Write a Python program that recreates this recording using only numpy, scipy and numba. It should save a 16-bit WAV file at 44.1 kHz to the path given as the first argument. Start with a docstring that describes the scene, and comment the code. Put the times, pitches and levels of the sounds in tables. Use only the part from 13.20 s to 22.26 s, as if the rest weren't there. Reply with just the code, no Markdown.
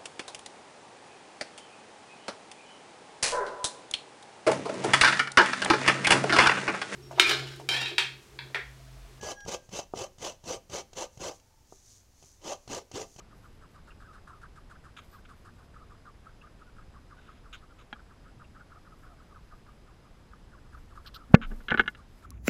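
"""A squirrel's soft, wheezy squeaks: grainy noise, a falling whistle and a puff each, with thin whimpers between.
Paws scrape seed hulls (runs of coloured clicks) in front of a small cased camera on the ground in a quiet garden;
one falling seed lands on its lid. A leaping squirrel then knocks the case into overload (a clipped wall flexure),
and paws scramble against it (decaying modes and noise bursts). Air and hiss are coloured noise."""
import sys
import numpy as np
from scipy import signal
from scipy.fft import rfft, irfft
from scipy.io import wavfile
from scipy.ndimage import uniform_filter1d
from numba import njit

SR = 44100
rng = np.random.default_rng(int(sys.argv[2]) if len(sys.argv) > 2 else 0)


def store_pcm(level_fs):
    """Save levels as 16-bit WAV."""
    pcm = np.round(np.clip(level_fs, -1, 1) * 32767).astype(np.int16)
    wavfile.write(sys.argv[1], SR, np.atleast_2d(pcm).T)


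N = 399546
TIME = np.arange(N) / SR


def undb(db):
    """Decibels to gain."""
    return 10 ** (np.asarray(db) / 20)


def unit(x):
    """Scale to rms 1."""
    return x / np.sqrt(np.mean(x ** 2) + 1e-30)


def curve(rows, t=TIME):
    """Join (x, value) rows by straight lines."""
    return np.interp(t, *np.transpose(rows))


def clock(length_s):
    """Sample times of a short sound."""
    return np.arange(int(length_s * SR)) / SR


def add(out, start_s, x):
    """Mix x into out from start_s."""
    i = int(start_s * SR)
    first, last = max(i, 0), min(i + len(x), N)
    out[first:last] += x[first - i:last - i]


def colour(x, points, tilt_db=0):
    """Filter x by a (f/Hz, gain/dB) curve, tilted in dB per octave; rms 1."""
    octave = np.log2(np.maximum(np.fft.rfftfreq(len(x), 1 / SR), 1))
    hz, db = np.transpose(points)
    gain = undb(np.interp(octave, np.log2(hz), db) + tilt_db * octave)
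    return unit(irfft(rfft(x) * gain, len(x)))


def band(size, hz, width_hz):
    """Noise in a steep-sided resonance; rms 1."""
    f = np.fft.rfftfreq(size, 1 / SR)
    gain = 1 / (1 + ((f - hz) / (width_hz / 2)) ** 4) ** .5
    return unit(irfft(rfft(rng.standard_normal(size)) * gain, size))


def walk(rate_hz, size=N):
    """Smooth random drift with a spread near 1."""
    k = max(int(SR / rate_hz), 1)
    steps = np.repeat(rng.standard_normal(size // k + 1), k)
    return 1.3 * uniform_filter1d(uniform_filter1d(steps, k), k)[:size]


def bell(t, centre_s, sigma_s):
    """A smooth Gaussian swell."""
    return np.exp(-.5 * ((t - centre_s) / sigma_s) ** 2)


def grains(size, rate_hz, spread_db):
    """Random one-sample clicks of uneven strength and either sign."""
    chance, strength = rng.random(size), rng.standard_normal(size)
    sign = rng.choice([-1, 1], size)
    return (chance < rate_hz / SR) * sign * undb(spread_db * strength)


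def ring(modes, t, scatter_db, detune):
    """Decaying modes with random signs, weights and detuning per blow; peak 1."""
    hz, db, t60_s = np.transpose(modes)[:, :, None]
    weight, shift = rng.standard_normal((2, len(modes), 1))
    sign = rng.choice([-1, 1], (len(modes), 1))
    decay = np.exp(-np.log(1000) * t / t60_s)
    tone = np.sin(2 * np.pi * hz * (1 + detune * shift) * t)
    y = np.sum(sign * undb(db + scatter_db * weight) * decay * tone, axis=0)
    y = y * (1 - np.exp(-t / 0.00032))  # the contact takes a moment to build
    return y / np.abs(y).max()


def burst(t, spectrum, decay_s):
    """A short coloured noise crack that builds as the surfaces meet."""
    rise = 1 - np.exp(-(t / .0004) ** 2)
    return colour(rng.standard_normal(len(t)), spectrum) * np.exp(-t / decay_s) * rise


# garden air and microphone hiss: f/Hz, relative density/dB
AIR = [(10, -10), (22, 1.5), (50, -1.5), (100, -6.5), (160, -11), (300, -16.5), (600, -22), (1200, -25.5),
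       (2000, -30.5), (4000, -36), (6500, -41.5), (9000, -47), (12000, -50), (15000, -58)]
# faint whistling bands in the hiss: f/Hz, width/Hz, level/dB
WHINE = [(5010, 170, -82), (7700, 40, -87.5), (10120, 500, -86.5)]
AIR_RMS_DB = -53


def air():
    """Coloured noise whose low outdoor rumble breathes with the breeze, plus faint whistling bands."""
    bed = colour(rng.standard_normal(N), AIR)
    low = signal.sosfilt(signal.butter(2, 500, fs=SR, output="sos"), bed)
    breeze = low * (undb(1.0 * walk(3.6)) - 1)
    whine = sum(undb(db) * band(N, hz, width_hz) for hz, width_hz, db in WHINE)
    return undb(AIR_RMS_DB) * (bed + breeze) + whine


# buffeting on the case as the animals come close: t/s, level/dB
BUFFET = [(7.45, -81), (7.55, -45.5), (7.65, -57), (7.78, -50.5), (7.95, -54.5), (8.1, -57), (8.2, -79.5)]


def buffet():
    """Low noise that swells and dips on the case."""
    return undb(curve(BUFFET)) * band(N, 42, 60)


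# bouts of feet on the hulls: t/s, length/s, initial level/dB before edge and flutter
MOVES = [(0.1, 1.5, -80), (1.76, 0.26, -70), (2.08, 0.42, -77), (5.5, 1.1, -79), (7.5, 0.87, -77),
         (8.11, 0.045, -64), (8.255, 0.48, -68.5), (8.87, 0.25, -70)]
# hull rustle: f/Hz, relative level/dB
RUSTLE_COLOUR = [(2000, -6.5), (4500, -2.5), (6500, -2.5), (8200, -3.5), (9800, -6), (11500, 1),
                 (13500, -8.5), (15000, -6)]
MOVE_FADE_DB, MOVE_EDGE_S = 8.5, 0.03  # fade over each bout; rise and fall time


def rustle():
    """Hulls shift and tick under the feet: fluttering clicks, each bout fading."""
    effort = np.zeros(N)
    for start_s, length_s, db in MOVES:
        t = clock(length_s)
        edges = np.clip(np.minimum(t, length_s - t) / MOVE_EDGE_S, 0, 1)
        add(effort, start_s, undb(db - MOVE_FADE_DB * t / length_s) * edges)
    return effort * undb(3.6 * walk(30)) * colour(grains(N, 3000, 3.5), RUSTLE_COLOUR)


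def strokes(table, spectrum, rate_hz, spread_db):
    """Each stroke is a dense run of hull clicks that starts fast and dies away."""
    out = np.zeros(N)
    for start_s, length_s, db, tilt_db in table:
        t = clock(length_s * 2)
        shape = (1 - np.exp(-t / (0.054 * length_s))) / (1 + (t / (0.94 * length_s)) ** 8)
        clicks = colour(grains(len(t), rate_hz, spread_db), spectrum, tilt_db)
        add(out, start_s, undb(db) * shape * clicks)
    return out


# single hulls cracking: t/s, length/s, level/dB before envelope, tilt/(dB/octave)
CRACKS = [(.705, 0.017, -58.5, -3.5), (3.212, 0.013, -57, -4.5), (5.24, 0.017, -57, -5)]
# crack spectrum: f/Hz, relative level/dB
CRACK_COLOUR = [(800, -31.5), (1900, -14), (2300, -10), (2750, 8), (3100, -14), (3500, -12), (4200, -30),
                (15000, -75)]


def cracks():
    """Single hulls crack with a short pip: clicks through a narrow spectral peak."""
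    return strokes(CRACKS, CRACK_COLOUR, rate_hz=3300, spread_db=1.5)


# dry hulls snapping and skidding: t/s, length/s, level/dB before envelope, tilt/(dB/octave)
CRUNCHES = [(1.91, 0.068, -67, 11), (4.36, .038, -56.5, -5.5), (7.86, 0.026, -48.5, -1.5),
            (7.942, 0.028, -48.5, 2)]
# crunch spectrum: f/Hz, relative level/dB
CRUNCH_COLOUR = [(500, -27), (1400, -10), (2200, -13.5), (3000, 3.5), (3900, 7), (5500, -4.5), (7000, -28),
                 (11000, -24.5), (13500, -10), (15000, -24)]


def crunches():
    """Dry hulls snap and skid: dense clicks of very uneven strength."""
    return strokes(CRUNCHES, CRUNCH_COLOUR, rate_hz=4000, spread_db=5)


# paws scraping through hulls: t/s, length/s, level/dB before envelope, tilt/(dB/octave)
SCRAPES = [(1.766, 0.037, -50.5, 2), (1.81, .04, -65, 0), (2.051, 0.013, -54, -3.5), (3.96, 0.25, -67, 0.5),
           (4.327, 0.035, -45.5, 2.5), (4.585, 0.041, -61.5, 3.5), (8.214, 0.04, -36.5, -6.5),
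           (8.3, .028, -48, -7), (8.352, 0.023, -50, -10), (8.398, .028, -50, -7.5)]
# scrape spectrum: f/Hz, relative level/dB
SCRAPE_COLOUR = [(300, -32), (900, -23), (1300, 5), (1600, 2), (1800, -11), (2150, -2), (2750, -1),
                 (3800, -3.5), (4400, -24), (5900, -24), (6700, -15.5), (8500, -36), (15000, -42)]


def scrapes():
    """Paws drag through the hulls: each stroke sets off a run of clicks."""
    return strokes(SCRAPES, SCRAPE_COLOUR, rate_hz=3000, spread_db=3.0)


# modes of the case lid: f/Hz, relative level/dB, t60/s before extra damping
LID_MODES = [(236, -4.5, 0.11), (826, -4.5, 0.059), (1190, -20, 0.14), (1450, -1.5, 0.045),
             (1650, -1.5, 0.067), (2326, -12, 0.062), (2540, -25, 0.14), (3250, 0, 0.036),
             (3537, -23, 0.033), (3870, -13, 0.037)]
# slap of surfaces, also played by knock(): f/Hz, relative level/dB
SLAP = [(200, -7.5), (1400, 1), (2000, -1.5), (3000, -1), (4000, -15.5), (6500, -26), (9000, -46.5),
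        (15000, -55.5)]
DROP_S, DROP_DRIVE_DB = 4.728, -27.5


def drop():
    """A lone seed lands on the lid with a hollow tock: damped modes and a noise burst."""
    out, t = np.zeros(N), clock(0.18)
    tock = ring(LID_MODES, t, scatter_db=0.0, detune=0) * np.exp(-t / 0.033)
    tick = undb(-10.0) * burst(t, SLAP, decay_s=0.0045)
    add(out, DROP_S, undb(DROP_DRIVE_DB) * (tock + tick))
    return out


# case modes by family (RING_MODES also in knock()): f/Hz, relative level/dB, t60/s
THUD_MODES = [(223.6, 0.5, 0.074), (380, 0.5, 0.049), (457, -4, 0.06), (774, -11, .02), (836, -6.5, .04)]
RING_MODES = [(1168, -11.5, 0.06), (1350, -4, 0.028), (1473, 4, 0.039), (1706, 1, 0.038),
              (2125, -10, 0.046), (2230, -15.5, 0.031)]
EDGE_MODES = [(2610, -3.5, .02), (2830, 1, .03), (3060, 0, .02), (3240, -0.5, 0.023), (3470, -13, .02),
              (3670, -12.5, .027), (3940, -10, .02)]
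# bare claw tick: f/Hz, relative level/dB
TICK = [(300, -18.5), (1000, 4), (3800, 3.5), (4400, -20), (6200, -11.5), (7200, -31), (10000, -35),
        (15000, -45)]
# dull, dense case body: f/Hz, relative level/dB
BODY = [(100, -4), (220, -1.5), (480, 0.5), (650, -12.5), (850, -1.5), (1000, -14), (1400, -4.5),
        (1800, -4), (2400, -15), (4000, -30), (6000, -58.5)]
# contact balance: hardness/(0-1), gain/dB before the trims in contact()
THUD_BY_HARDNESS = [(0, 3.5), (0.5, -12), (1, -15)]
EDGE_BY_HARDNESS = [(0, -23.5), (0.3, -19.5), (0.75, -6.5), (1, -1.5)]


def contact(hardness):
    """A touch excites three mode families, a tick and a dull body; harder is brighter, with less thud."""
    t = clock(0.24)
    thud_db, edge_db = curve(THUD_BY_HARDNESS, hardness), curve(EDGE_BY_HARDNESS, hardness)
    thud = undb(thud_db - 2.5) * ring(THUD_MODES, t, scatter_db=3, detune=0.025)
    wall = ring(RING_MODES, t, scatter_db=3, detune=.012)
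    edge = undb(edge_db) * ring(EDGE_MODES, t, scatter_db=1.5, detune=0.016)
    tick = undb(edge_db - 9.5) * burst(t, TICK, decay_s=.0035)
    body = undb(thud_db - 6) * burst(t, BODY, decay_s=0.0067)
    return thud + wall + edge + tick + body


# paws hitting the case: t/s, wall ring level/dB, hardness/(0 soft pad - 1 bare claw)
TAPS = [(8.138, -28, 0.35), (8.3138, -43.5, 0.17), (8.404, -47.5, 0.23), (8.4838, -26.5, 0.95),
        (8.5003, -28, 0.65), (8.5056, -20, 0.86), (8.516, -14.5, 0.3), (8.5419, -16.5, 0.35),
        (8.5748, -21.5, 0.75), (8.5825, -27, 0.7), (8.5949, -8, 0.59), (8.608, -22.5, 0.78),
        (8.636, -40.5, 0.45), (8.659, -38, 0.67), (8.6773, -20, 0.87), (8.749, -43, 1)]
PAD_LAG_S, PAD_DB, PAD_SOFTER = 0.0036, -3, 0.15  # pad against claw


def taps():
    """Every paw meets the case twice: first the claw, then the weaker, softer pad."""
    out = np.zeros(N)
    for start_s, db, hardness in TAPS:
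        add(out, start_s, undb(db) * contact(hardness))
        add(out, start_s + PAD_LAG_S, undb(db + PAD_DB) * contact(hardness - PAD_SOFTER))
    return out


# pushes along the ground: t/s, level/dB
SHOVE = [(8.11, -44), (8.16, -31.5), (8.32, -41), (8.52, -43), (8.6, -39.5)]
# sliding noise: f/Hz, relative level/dB
SHOVE_COLOUR = [(20, -4.5), (70, 2.5), (140, -10.5), (230, 2), (330, -14.5), (500, -18), (900, -25),
                (1600, -25), (4000, -57.5)]
SHOVE_ATTACK_SIGMA_S, SHOVE_RELEASE_S = 0.012, 0.04


def sliding():
    """Pushed, the case grinds over the ground and comes to rest: noise scaled by speed."""
    speed = np.zeros(N)
    for push_s, db in SHOVE:
        rise = bell(TIME, push_s, SHOVE_ATTACK_SIGMA_S)
        fall = np.exp(-np.abs(TIME - push_s) / SHOVE_RELEASE_S)
        speed += undb(db) * np.where(TIME < push_s, rise, fall)
    return speed * colour(rng.standard_normal(N), SHOVE_COLOUR)


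# hum of the case on its mount: f/Hz, relative level/dB, t60/s
MOUNT_MODES = [(225.5, 1, 0.14), (265, -5.5, 0.11), (345, -9.5, .07), (468, 1, 0.094), (550, -8, .1)]
KNOCK_S, KNOCK_HZ, KNOCK_SIGMA_S = 8.1442, 104, .00102
KNOCK_DRIVE_DB = 24  # sine level before the push window and clipping
ROCK_S, ROCK_SIGMA_S, ROCK_HZ, ROCK_DB = 8.297, .065, 27, -30


def knock():
    """A body hits the case: its wall flexes in and out once and slaps back; the case hums and rocks."""
    t = clock(.3)
    push = bell(TIME, KNOCK_S + KNOCK_SIGMA_S / 2, KNOCK_SIGMA_S)
    flex = -undb(KNOCK_DRIVE_DB) * push * np.sin(2 * np.pi * KNOCK_HZ * (TIME - KNOCK_S))
    rebound = undb(9.5) * np.sin(2 * np.pi * 167 * t) + undb(-3.0) * np.sin(2 * np.pi * 470 * t)
    rebound = rebound * np.exp(-t / 0.0025)
    slap = undb(2.5) * burst(t, SLAP, decay_s=0.002)
    hum = undb(-10.0) * ring(MOUNT_MODES, t, scatter_db=0, detune=0)
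    wall = undb(-7) * ring(RING_MODES, t, scatter_db=2, detune=.01)
    add(flex, KNOCK_S + .0029, rebound + slap + hum + wall)
    sway = bell(TIME, ROCK_S, ROCK_SIGMA_S)
    rocking = -undb(ROCK_DB) * sway * np.cos(2 * np.pi * ROCK_HZ * (TIME - ROCK_S))
    return flex + rocking


# drawn-out whimpers: t/s, length/s, start f/Hz, level/dB, undertone against note/dB
WHIMPERS = [(0.834, 0.055, 1620, -61.5, -25), (0.87, 0.068, 1310, -57, -25), (1.088, 0.11, 1327, -59, -25),
            (2.589, 0.06, 1300, -58.5, -25), (3.453, 0.053, 1530, -63, -25),
            (3.967, 0.04, 1580, -59.5, -25), (4.496, 0.041, 1415, -62, -25), (5.4, 0.036, 1525, -57, -25),
            (5.546, 0.044, 1322, -57.5, -9), (5.705, 0.046, 1330, -59, -11), (5.878, 0.079, 1340, -62, -1),
            (6.093, 0.054, 1306, -61.5, -16), (6.31, 0.05, 1320, -62, -4), (7.981, 0.073, 1320, -58.5, -25)]
WHIMPER_SAG, UNDERTONE_RATIO = 0.1, 0.55  # share of pitch lost; undertone f / note f


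def whimpers():
    """Thin, hoarse notes: jittered sines that sag in pitch, each over a lower undertone, often faint."""
    out = np.zeros(N)
    for start_s, length_s, start_hz, db, undertone_db in WHIMPERS:
        t = clock(length_s)
        hz = start_hz * (1 - WHIMPER_SAG * t / length_s)
        hz = hz + 70 * walk(400, size=len(t))
        flutter = undb(3 * walk(250, size=len(t)))
        phase = 2 * np.pi * np.cumsum(hz) / SR
        note = np.sin(phase) + undb(undertone_db) * np.sin(UNDERTONE_RATIO * phase)
        add(out, start_s, undb(db) * unit(flutter * note * np.sin(np.pi * t / length_s)))
    return out


# evenly paced runs: first t/s, last t/s, count, first level/dB, last level/dB
SQUEAK_RUNS = [(0.0, 0.257, 3, -60.5, -58.5), (0.44, 0.825, 4, -56.5, -57.5), (0.956, 1.664, 6, -55, -54.5),
               (1.79, 2.273, 4, -54, -53.5), (2.406, 2.878, 4, -59.5, -53.5), (3.07, 3.763, 5, -55.5, -56),
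               (3.922, 4.602, 5, -54.5, -60.5), (4.763, 5.676, 7, -58.5, -56.5),
               (5.844, 6.488, 5, -57.5, -59), (6.691, 6.858, 2, -60.5, -65), (7.137, 7.549, 3, -60, -55),
               (7.465, 7.72, 2, -64.5, -61.5), (7.779, 7.963, 3, -54, -50.5), (8.795, 9.048, 2, -55, -54)]


def squeak_beats():
    """Time and level of every squeak: within a run the pace is steady and the level ramps."""
    return np.vstack([np.linspace((first_s, first_db), (last_s, last_db), round(count))
                      for first_s, last_s, count, first_db, last_db in SQUEAK_RUNS])


# hoarseness of the voice: t/s, wheeze against whistle/dB
HOARSENESS = [(0, -6), (1.1, -2.5), (3, -9), (4.3, -9), (5.1, -5), (6.5, -8), (9, -8.5)]
# air hiss, strongest when the animal faces the case: t/s, gain/dB before HISS_TRIM_DB
FACING = [(0, -28), (.55, -13), (.7, -10.5), (2.3, -12), (2.8, -20), (7.3, -29), (7.6, -14), (9, -13)]
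HISS_TRIM_DB, PUFF_DB = -6.5, -6.5
SQUEAK_HZ, SQUEAK_FALL_PER_S, SQUEAK_JITTER = 1258, 6.5, 0.0613  # nominal f, relative fall, roughness
SQUEAK_SCATTER_DB, SQUEAK_LENGTH_SCATTER = 0.5, 0.15  # squeak to squeak; the latter stretches the whistle


def squeaks():
    """Each squeak is an abrupt grainy wheeze, a rough falling whistle, and a weaker puff after it."""
    out, t = np.zeros(N), clock(.14) - .07
    for beat_s, db in squeak_beats():
        pitch, glide, lag, strength, effort, length = rng.standard_normal(6)
        stretched = t / np.exp(SQUEAK_LENGTH_SCATTER * length)
        flutter = undb(3 * walk(400, size=len(t)) - 1)
        fall = (SQUEAK_FALL_PER_S + 3 * glide) * t
        hz = SQUEAK_HZ * np.exp(.02 * pitch - fall + SQUEAK_JITTER * walk(500, size=len(t)))
        swell = bell(stretched, 0, 0.0066) + 0.5 * bell(stretched, 0.0083, 0.01)
        whistle = np.sqrt(2) * np.sin(2 * np.pi * np.cumsum(hz) / SR) * swell
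        flow = np.clip((t + 0.027) / 0.0044, 0, 1) * bell(t, -0.016, 0.021)
        wheeze = (band(len(t), 1536, 350) + 0.93 * band(len(t), 1240, 420)) * flow * flutter
        puff = undb(3.7 * strength) * band(len(t), 1430, 380) * bell(t, .027 + 0.0057 * lag, 0.0074)
        hiss = (band(len(t), 8000, 3900) + 1.2 * band(len(t), 3800, 2600)) * flow
        voice = whistle * flutter + undb(curve(HOARSENESS, beat_s)) * wheeze
        breath = undb(PUFF_DB) * puff + undb(curve(FACING, beat_s) + HISS_TRIM_DB) * hiss
        add(out, beat_s + t[0], undb(db + SQUEAK_SCATTER_DB * effort) * (voice + breath))
    return out


def scene():
    """Everything that reaches the microphone."""
    background = air() + buffet()
    hulls = rustle() + cracks() + crunches() + scrapes()
    case = drop() + taps() + sliding() + knock()
    return (background + hulls + case + whimpers() + squeaks())[None]


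@njit
def follow(x, attack, release):
    """Peak follower with separate rise and fall coefficients."""
    env, e = np.empty(len(x)), 0.
    for i in range(len(x)):
        e += (x[i] - e) * (attack if x[i] > e else release)
        env[i] = e
    return env


TOP_HZ = 15300


def record(dry):
    """Gain control ducks too late for the knock, which clips softly; a steep low-pass cuts the top."""
    attack_s, release_s, ceiling = .007, .09, .7
    env = follow(np.abs(dry[0]), 1 / (attack_s * SR), 1 / (release_s * SR))
    ducked = dry / np.maximum(env / ceiling, 1)
    clipped = ducked / (1 + ducked ** 4) ** (1 / 4)
    return signal.sosfilt(signal.ellip(8, .2, 70, TOP_HZ, fs=SR, output="sos"), clipped)


dry = scene()
out = record(dry)
store_pcm(out)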